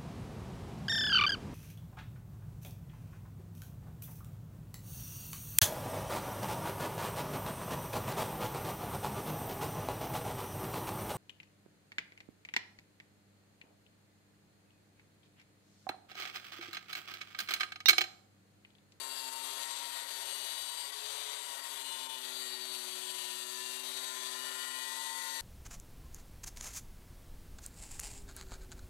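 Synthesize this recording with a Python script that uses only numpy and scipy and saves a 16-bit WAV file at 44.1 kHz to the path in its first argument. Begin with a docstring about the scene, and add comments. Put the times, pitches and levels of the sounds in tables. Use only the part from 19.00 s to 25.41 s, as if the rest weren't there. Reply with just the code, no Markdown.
"""A handheld wet saw cuts granite for 6.4 seconds, heard on the left. From the start its diamond rim
meets the stone in nearly the same way on every turn, so the grinding buzzes and rings the steel disc.
Water and slurry hiss, the drive whines, and the blade squeals wherever it binds. It spins fastest
just after 2 s, sags under load until about 4.3 s, then picks up again as the gears strain and sing."""
import sys
import numpy as np
from scipy import signal
from scipy.fft import rfft, irfft
from scipy.io import wavfile
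from scipy.ndimage import uniform_filter1d, map_coordinates

SR = 44100
rng = np.random.default_rng(int(sys.argv[2]) if len(sys.argv) > 2 else 0)


def unload_audio(sound):
    """Save the sound as a 16-bit wav file, at the path given as the first command line argument."""
    columns = np.transpose(np.atleast_2d(sound))
    # keep every value between -1 and 1, then stretch to whole-number steps
    steps = np.round(np.clip(columns, -1, 1) * 32767)
    wavfile.write(sys.argv[1], SR, steps.astype(np.int16))


N = 282681
T = np.arange(N) / SR
HZ = np.fft.rfftfreq(N, 1 / SR)

# Levels in the tables are relative. A "multiple" is a frequency divided by the blade's turns a second.
# tone colour of the workshop's background: f/Hz, level/dB
ROOM_COLOUR = [(20, -7), (55, 3), (95, -7.5), (130, 2.5), (200, -7), (400, -1.5), (2000, -47)]
# how fast the blade spins: t/s, speed/(turns a second)
BLADE_SPEED = [(0.02, 132.31), (0.15, 132.01), (0.27, 130.73), (0.37, 131.62), (0.42, 131.54),
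               (0.75, 135.19), (1.08, 134.3), (1.19, 132.72), (1.34, 133.45), (1.4, 133.15), (1.57, 134.24),
               (1.77, 136.67), (1.9, 139.03), (1.99, 139.48), (2.03, 140.46), (2.22, 140.57),
               (2.42, 138.39), (2.55, 136.12), (2.61, 135.63), (2.68, 133.93), (2.79, 132.97),
               (2.89, 131.38), (3.04, 130.44), (3.32, 126.74), (3.38, 127.01), (3.47, 125.64),
               (3.74, 124.42), (3.83, 123.01), (4.12, 124.01), (4.22, 122.58), (4.39, 122.69),
               (4.71, 126.22), (4.8, 126.17), (4.9, 127.28), (4.95, 126.7), (5.07, 127.88), (5.31, 126.43),
               (5.47, 128.19), (5.53, 127.69), (5.65, 129.0), (5.79, 128.92), (5.96, 129.88), (6.03, 130.9),
               (6.08, 129.95), (6.19, 130.93), (6.39, 130.06)]
# thin tones of the motor shaft: multiple
SHAFT_MULTIPLES = [25.3, 33.72]
# the drive rattles under light load and sings under strain: t/s, rattle factor, strain/dB
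DRIVE_LOAD = [(0, 0.49, -3), (.85, 1.7, -1), (1.3, 2.1, -31), (2.1, 3.1, -22), (2.6, 2.5, -3),
              (3, 1.43, -19), (4.2, 0.62, -12), (4.9, 1.05, -10), (5.5, 0.8, 16), (6.41, 0.92, 0)]
# the gear case's own ring: f/Hz, width/Hz, level/dB
CASE_RING = [(930, 105, 0)]
# side tones of the motor's pulsing pull: multiple, pulse rates added to it, level/dB
SIDE_TONES = [(3, -1, -82), (2, 1, -79.5), (8, -1, -83)]
# the four tones of the gears: multiple
GEAR_MULTIPLES = [7, 8, 14, 15]
# how the gears swell under load: t/s, then level/dB of each of the four tones
GEAR_LEVELS = [(0.0, -58, -53.5, -55, -64), (0.29, -51.5, -62, -62, -80), (0.6, -55.5, -64, -57, -75),
               (0.9, -53, -63, -57, -74), (1.23, -59.5, -62, -59, -70), (1.66, -58, -70, -64, -80),
               (1.92, -67, -61, -54.5, -72), (2.11, -67, -72, -80, -82), (2.35, -62, -76, -63, -74),
               (2.65, -58, -65, -53, -76), (2.78, -60, -63.5, -62, -76), (3.1, -54.5, -55, -72, -68.0),
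               (3.24, -64, -64, -76, -64), (3.47, -66, -72, -75, -57), (3.87, -71, -62.5, -79, -63),
               (4.28, -76, -54, -84, -56.5), (4.46, -75, -62.5, -70, -62), (4.61, -73, -55.5, -53.5, -61),
               (4.8, -62, -66, -68, -75), (5.24, -63.5, -54.5, -56, -66), (5.42, -70, -56.5, -54.5, -58),
               (5.8, -61, -55.5, -58, -49.5), (5.94, -53.5, -52, -52, -51), (6.08, -50.5, -54, -61, -50.5),
               (6.39, -53, -57.5, -54, -52)]
# pitches that the housing makes louder: f/Hz, width/Hz, level/dB
HOUSING_RINGS = [(255.1, 27.5, -68), (374, 22, -59), (398.5, 4.9, -67), (420.2, 7.5, -61.5),
                 (1342, 28, -65), (1430, 80, -62), (2432, 120, -63)]
# tones of the drive: multiple, level/dB, roughness before the rattle factor, share of the strain
DRIVE_TONES = [(2, 0.4, 0.09, 0.03), (3, -0.5, 0.09, 0.03), (10, 2, 0.17, 0.6), (11, -0.5, 0.25, 0.23),
               (19, -2, 0.76, 0.34)]
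# the rim briefly bites harder (+) or loses its grip (-): t/s, length/s, change/dB
BITE_JOLTS = [(0.078, 0.11, -4), (0.18, 0.033, 3), (0.308, 0.049, -4), (0.35, 0.034, -2.5),
              (0.631, 0.019, 6), (0.707, 0.056, 2.5), (1.056, 0.049, -4.5), (1.794, 0.095, 1.5),
              (1.915, 0.025, -9.5), (2.115, 0.15, 2), (2.62, 0.052, -4.5), (2.69, .05, -2),
              (2.838, 0.025, -7), (3.082, 0.033, -9), (3.168, 0.034, -5), (3.205, 0.053, -4.5),
              (3.746, 0.062, 2.5), (4.132, .05, -2.5), (4.23, 0.17, 0), (4.458, 0.09, -3),
              (4.82, 0.053, -3.5), (5.26, 0.071, 3), (5.506, 0.024, -5)]
# narrow pitches at which the disc sings: f/Hz, width/Hz, level/dB
SINGING_RINGS = [(2890, 24, -64), (2880, 86, -69), (3480, 16, -70), (4030, 47, -72), (4470, 380, -68),
                 (5815, 37, -67), (6680, 20, -57), (7550, 40, -55)]
# the blade binds in its slot and squeals: start/s, end/s, multiple, level/dB
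BINDS = [(-.1, .62, 34, -57.5), (-.05, .325, 35, -54), (-.1, .4, 30, -58.5), (-.05, .7, 21, -58),
         (-.05, 0.445, 57, -57), (.42, .628, 25, -55), (.42, .7, 44, -62), (.53, .76, 24, -65),
         (.55, .85, 29, -57.5), (.6, .98, 28, -60), (.6, 1.06, 34, -58.5), (.6, .85, 56, -57),
         (1.05, 1.952, 34, -54.5), (1.11, 1.9, 22, -56), (1.95, 2.62, 22, -58), (1.0, 1.8, 30, -58),
         (1.18, 1.52, 64, -58), (1.4, 1.82, 29, -52), (1.63, 2.3, 33, -55.5), (1.66, 1.87, 62, -52.5),
         (1.95, 2.42, 25, -58), (1.98, 2.483, 27, -55), (2.203, 2.43, 26, -56), (2.32, 2.5, 55, -58),
         (2.38, 2.82, 34, -58), (2.42, 2.577, 62, -54.5), (2.7, 3.05, 22, -58), (2.76, 3, 31, -55),
         (2.82, 3.257, 23, -54.5), (2.88, 3.2, 27, -52.5), (3.22, 3.52, 52, -60), (3.27, 3.86, 36, -51),
         (3.27, 3.92, 32, -54.5), (3.25, 3.8, 30, -55.5), (3.6, 4.02, 37, -55), (3.85, 4.2, 36, -56.5),
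         (3.872, 4.16, 27, -55), (3.88, 4.417, 24, -57.5), (4.08, 4.65, 37, -56.5), (4.16, 4.506, 23, -57),
         (4.2, 4.48, 33, -56.5), (4.35, 4.75, 53, -59), (4.533, 4.86, 30, -55.5), (4.56, 4.87, 22, -54.5),
         (4.823, 5.142, 30, -51), (5.12, 5.4, 30, -58), (5.5, 6.2, 30, -57.5), (4.883, 5.176, 35, -55),
         (4.88, 5.45, 52, -58.5), (5.0, 5.35, 46, -60.5), (5.13, 5.36, 27, -54.5), (5.2, 5.55, 36, -57),
         (5.322, 5.92, 23, -53.5), (5.5, 5.97, 35, -56), (5.55, 5.85, 58, -60), (5.75, 6.15, 51, -61),
         (5.95, 6.5, 34, -57), (6.0, 6.3, 58, -58), (6.03, 6.5, 50, -58.5), (6.17, 6.55, 45, -59),
         (6.203, 6.55, 35, -57)]
# how much of the grinding repeats from turn to turn: f/Hz, share of the power (0-1)
REPEAT_SHARE = [(500, 0.29), (950, 0.46), (1300, 0.66), (1850, 0.58), (2400, 0.58), (3500, 0.76),
                (4600, 0.75), (6000, 0.52), (8500, 0.8), (12000, 0.8), (15000, 0.1)]
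# broad tone colour of rim on stone: f/Hz, level/dB
GRIT_COLOUR = [(190, -27), (310, -12), (450, -10), (550, 0.5), (1250, -8), (2300, 0.5), (3400, 6.5),
               (4200, 1), (5400, -1), (7100, -5.5), (8800, -3.5), (9150, -4), (9600, 1), (10400, 4.5),
               (12500, -2.5), (14600, -12.5)]
# rings (+) of the disc and its guard, and hollows (-) between them: f/Hz, width/Hz, lift/dB
DISC_RINGS = [(1075, 370, 9), (1440, 240, 6.5), (1892, 240, 5), (3290, 41, -3.5), (3956, 980, 7),
              (4340, 110, -6), (4567, 280, 11.5), (5905, 390, 9), (6554, 550, 11.5), (7600, 750, 9),
              (8454, 200, 12.5), (9710, 180, 8), (10780, 300, 2.5), (11400, 250, 3.5), (12400, 230, 7),
              (13100, 250, 6.5)]
# borders between seven bands (roar, grinding, main ring, three high rings, spray): f/Hz
BAND_BORDERS = [2400, 4300, 5200, 7050, 8000, 9100]
# slow course of the cut: t/s, then level/dB of the slab's roar, the grinding, the spray
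CUT_LEVELS = [(0.0, -53.5, -50, -51), (0.35, -53.5, -50, -51), (0.5, -52, -48, -49), (0.7, -52.5, -48, -53),
              (1.0, -52.5, -48.5, -52), (1.5, -53, -47, -50.0), (1.8, -54.5, -50, -53),
              (1.9, -54, -47.5, -52.5), (2.35, -51.5, -48, -53.5), (2.65, -53.5, -49, -51),
              (2.8, -53, -46.5, -51.0), (2.9, -54.5, -49.5, -53.5), (3.15, -55, -48, -53),
              (3.3, -53.5, -46, -52), (3.51, -54, -49.5, -52), (3.61, -55.5, -50.5, -53.5),
              (3.81, -55, -49, -51), (4.25, -54.5, -47.5, -50), (4.61, -56.5, -50, -51.5),
              (4.91, -53.5, -47, -50), (5.01, -53, -49, -52), (6.41, -54, -49, -50.5)]
# the disc's main ring near 4.5 kHz: t/s, level/dB
MAIN_RING_LEVELS = [(0, -56), (.19, -47), (.33, -52), (1.0, -52), (1.6, -52.5), (2.35, -54.5), (2.45, -54),
                    (2.7, -52), (2.85, -55), (3.25, -53.5), (3.7, -53.5), (4.2, -52), (4.55, -53),
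                    (4.8, -53.5), (4.93, -54), (5.2, -54), (5.29, -51), (5.5, -52), (6.41, -53.5)]
# the disc's high rings: t/s, then level/dB near 6 kHz, 7.6 kHz, 8.5 kHz
HIGH_RING_LEVELS = [(0.0, -58.7, -51.5, -54), (0.69, -54, -56, -52), (1.03, -56.5, -56, -54.5),
                    (1.29, -53, -55.5, -48), (1.77, -56.5, -55.7, -52), (1.93, -56.5, -58.5, -53),
                    (2.23, -54, -59, -52), (2.4, -55, -55, -51), (2.64, -56, -56.5, -53),
                    (2.8, -56.5, -55, -50.5), (3.06, -56, -62, -53.5), (3.44, -57.5, -56, -53),
                    (3.61, -57, -57.7, -55), (4.21, -54, -53.5, -49.5), (4.42, -55, -52.5, -52),
                    (4.88, -53.5, -56.0, -51), (5.18, -54.5, -53, -53), (5.47, -54.5, -55, -53),
                    (5.73, -54, -52.5, -49.5), (6.41, -53.5, -57, -54)]


def amp(db):
    """Turns decibels into a factor to multiply by."""
    return 10 ** (np.asarray(db) / 20)


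def unit(x):
    """Scales a signal to an average strength (rms) of one."""
    return x / np.sqrt(np.mean(x ** 2) + 1e-20)


def curves(rows):
    """Joins the points of a table into one curve over time for each column."""
    times, *columns = np.transpose(rows)
    return [np.interp(T, times, column) for column in columns]


def across(points):
    """Reads a table of (f/Hz, value) at every frequency."""
    hz, value = np.transpose(points)
    return np.interp(np.log(HZ + 1), np.log(hz), value)


def resonances(rings):
    """How strongly a ringing part answers at every frequency."""
    return sum(amp(db) / (1 + (2 * (HZ - hz) / width) ** 2) for hz, width, db in rings)


def noise(gains):
    """Noise of strength one, coloured by a gain for every frequency."""
    return unit(irfft(rfft(rng.standard_normal(N)) * gains, N))


def wander(rate_hz, step=64):
    """A smooth random wobble of strength one, mostly slower than the given rate."""
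    times = T[::step]
    hz = np.fft.rfftfreq(len(times), step / SR)
    slow = rfft(rng.standard_normal(len(times))) / np.sqrt(1 + (hz / rate_hz) ** 4)
    return np.interp(T, times, unit(irfft(slow, len(times))))


def shaking(rough, rates_hz):
    """The cut shakes a tone: the real part wobbles its level, the imaginary part its timing."""
    wobble = wander(rates_hz[0]) + 1j * wander(rates_hz[1])
    return (1 + rough * wobble) / np.sqrt(.5 + rough ** 2)


def tone(turns, multiple, rough, shake_hz=(17, 30)):
    """A shaken tone of strength one that follows the spinning blade."""
    return (shaking(rough, shake_hz) * np.exp(2j * np.pi * (multiple * turns + rng.random()))).real


def rumble(level_db=-87):
    """The workshop rumbles faintly in the background."""
    return amp(level_db) * noise(amp(across(ROOM_COLOUR)))


def beating(turns, pulse_hz=120):
    """The motor's pull pulses twice a mains cycle, adding faint side tones that beat with the whine."""
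    return sum(amp(db) * tone(multiple * turns + side * pulse_hz * T, 0.98, rough=0.055)  # 2 % flat
               for multiple, side, db in SIDE_TONES)


def chatter(rattle, level_db=-72):
    """Loose gear teeth knock the case, which gives a rough ring at its own pitch."""
    return amp(level_db) * rattle * noise(resonances(CASE_RING))


def motor_shaft(turns, level_db=-68):
    """The fast motor shaft adds thin tones between the blade's whole multiples."""
    return amp(level_db) * sum(tone(turns, multiple, rough=0.46) for multiple in SHAFT_MULTIPLES)


def gears(turns, rattle):
    """The gears swell under load and rattle when it is light; the upper two tones flutter most."""
    trims_db, roughness, shakes_hz = (-.8, -1.3, -1.8, -2.3), (.25, .25, .38, .42), (22, 22, 34, 34)
    tones = zip(GEAR_MULTIPLES, curves(GEAR_LEVELS), trims_db, roughness, shakes_hz)
    return sum(amp(db + trim) * tone(turns, multiple, rough * rattle, (hz, 1.2 * hz))
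               for multiple, db, trim, rough, hz in tones)


def whine(speed, turns, rattle, strain_db):
    """The drive hums and whines; each tone swells as it glides into a ring of the housing."""
    housing = resonances(HOUSING_RINGS)
    out = np.zeros(N)
    for multiple, db, rough, share in DRIVE_TONES:
        gain = np.interp(multiple * speed, HZ, housing) * amp(db + share * strain_db)
        out += gain * tone(turns, multiple, rough * rattle)
    return out


def bite(unsteady_db=0.27):
    """Quick changes in the force of the cut, in dB: single jolts on top of an unsteady hand."""
    jolts = sum(db * np.cos(np.pi * np.clip((T - middle) / length, -.5, .5)) ** 2
                for middle, length, db in BITE_JOLTS)
    return jolts + unsteady_db * wander(rate_hz=19)


def rim(turns, memory_turns, evenness, points=512, turn_count=920):
    """The bumps around the rim come back on every turn while they slowly wear into new ones."""
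    kept = np.exp(-1 / memory_turns)
    fresh = rng.standard_normal((turn_count, points))  # one row for each turn
    worn = signal.lfilter([np.sqrt(1 - kept ** 2)], [1, -kept], fresh, axis=0, zi=kept * fresh[-1:])[0]
    multiples = rfft(worn)
    bumps = irfft(multiples / (abs(multiples) + 1e-9) ** evenness)  # evens out their strengths
    return unit(map_coordinates(bumps.ravel(), [turns * points], order=3, mode="wrap"))


def singing(turns, gain_db=-3, buzz=0.24, points=512):
    """Long-lasting rim bumps make the disc sing whenever a multiple drifts into a narrow ring."""
    bumps = rim(turns, memory_turns=49, evenness=0.71, points=points)
    bumps *= np.sqrt(points / 2)  # each multiple at a strength of about one
    kicks = 1 + buzz * np.cos(2 * np.pi * turns)  # struck anew on every turn
    return amp(gain_db) * kicks * irfft(rfft(bumps) * resonances(SINGING_RINGS), N)


def squeals(turns, rubbing, gain_db=0.5, flatness=2.45, buzz=0.29, window=3500):
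    """The blade binds: a squeal takes over one multiple of the rubbing, swells, holds and fades."""
    out = np.zeros(N)
    shake = shaking(rough=0.23, rates_hz=(13, 47))
    for start, end, multiple, db in BINDS:
        now = (T > start) & (T < end)
        arch = np.sin(np.pi * (T[now] - start) / (end - start))
        swell = np.tanh(flatness * arch) / np.tanh(flatness)
        kicks = 1 + buzz * np.cos(2 * np.pi * (turns[now] + rng.random()))  # one throb a turn
        spin = np.exp(2j * np.pi * (multiple * turns[now] + rng.random()))
        squeal = amp(db + gain_db) * kicks * shake[now]
        # the part of the rubbing at this pitch, which the squeal replaces
        replaced = 2 * signal.fftconvolve(rubbing[now] / spin, np.ones(window) / window, "same")
        out[now] += (swell * (squeal - replaced) * spin).real
    return out


def shimmer(x, depth_db, span_s, span_hz, window=1024):
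    """Water and stone touch the disc in changing places, so patches of its sound swell and sink."""
    spectra = signal.stft(x, nperseg=window)[2]
    bins = max(2, round(span_hz * window / SR))
    frames = max(2, round(span_s * 2 * SR / window))
    specks = rng.standard_normal(spectra.shape)
    patches = unit(uniform_filter1d(uniform_filter1d(specks, bins, axis=0), frames, axis=1))
    return signal.istft(spectra * amp(depth_db * patches), nperseg=window)[1][:N]


def grinding(turns, bite_db, throb=0.017, flutter_db=0.74, patchy_db=0.53):
    """Repeating rim bumps and freshly broken grains ring the disc; the top band is the spray's hiss."""
    lopsided = 1 + throb * np.cos(2 * np.pi * turns)  # the disc runs slightly out of true
    pressure = lopsided * amp(flutter_db * wander(rate_hz=31))
    bumps = pressure * rim(turns, memory_turns=22.6, evenness=0.69)
    grains = pressure * rng.standard_normal(N)
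    share = np.clip(across(REPEAT_SHARE), 0, 1)
    scrape = irfft(np.sqrt(share) * rfft(bumps) + np.sqrt(1 - share) * rfft(grains), N)
    scrape = shimmer(scrape, depth_db=1.08, span_s=.15, span_hz=300)
    disc_db = sum(db / (1 + (2 * (HZ - hz) / width) ** 2) for hz, width, db in DISC_RINGS)
    spectrum = rfft(scrape) * amp(across(GRIT_COLOUR) + disc_db)
    # each band, from low to high, follows its own level and a share of the bite
    band_of = np.searchsorted(BAND_BORDERS, HZ)
    roar, grind, spray = curves(CUT_LEVELS)
    levels_db = [roar, grind, *curves(MAIN_RING_LEVELS), *curves(HIGH_RING_LEVELS), spray]
    trims_db, bite_shares = (-1.2, -1.3, -1, -1, -.7, -.7, 0), (.4, 1, 1, .6, .6, .6, .6)
    out = np.zeros(N)
    for k, level_db in enumerate(levels_db):
        band = unit(irfft(spectrum * (band_of == k), N))
        flicker_db = patchy_db * wander(rate_hz=26)
        out += band * amp(level_db + trims_db[k] + bite_shares[k] * bite_db + flicker_db)
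    return out


def scene(tremble=0.000395, slip_turns=0.00093, bite_share=0.62):
    """Drive and blade follow one spindle, whose speed trembles in the cut."""
    speed, bite_db = curves(BLADE_SPEED)[0], bite()
    rattle, strain_db = curves(DRIVE_LOAD)
    turns = np.cumsum(speed * (1 + tremble * wander(rate_hz=13.9))) / SR
    rim_turns = turns + slip_turns * wander(rate_hz=29)  # catching and slipping blurs the high tones
    grip = amp(bite_share * bite_db)  # the ring sinks whenever the rim loses its bite
    rubbing = grinding(rim_turns, bite_db) + grip * singing(rim_turns)
    drive = whine(speed, turns, rattle, strain_db) + gears(turns, rattle)
    drive += motor_shaft(turns) + chatter(rattle) + beating(turns)
    blade = rubbing + grip * squeals(turns, rubbing)
    return (rumble() + drive + blade) * np.ones((2, 1))


def record(dry, left_db=6, right_db=-50, cutoff_hz=15600):
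    """One microphone feeds the left channel, the right is almost silent; the top treble is cut."""
    channels = dry * amp([[left_db], [right_db]])
    lowpass = signal.firwin(511, cutoff_hz, window=("kaiser", 9), fs=SR)
    return signal.oaconvolve(channels, lowpass[None], "same")


dry = scene()
out = record(dry)
unload_audio(out)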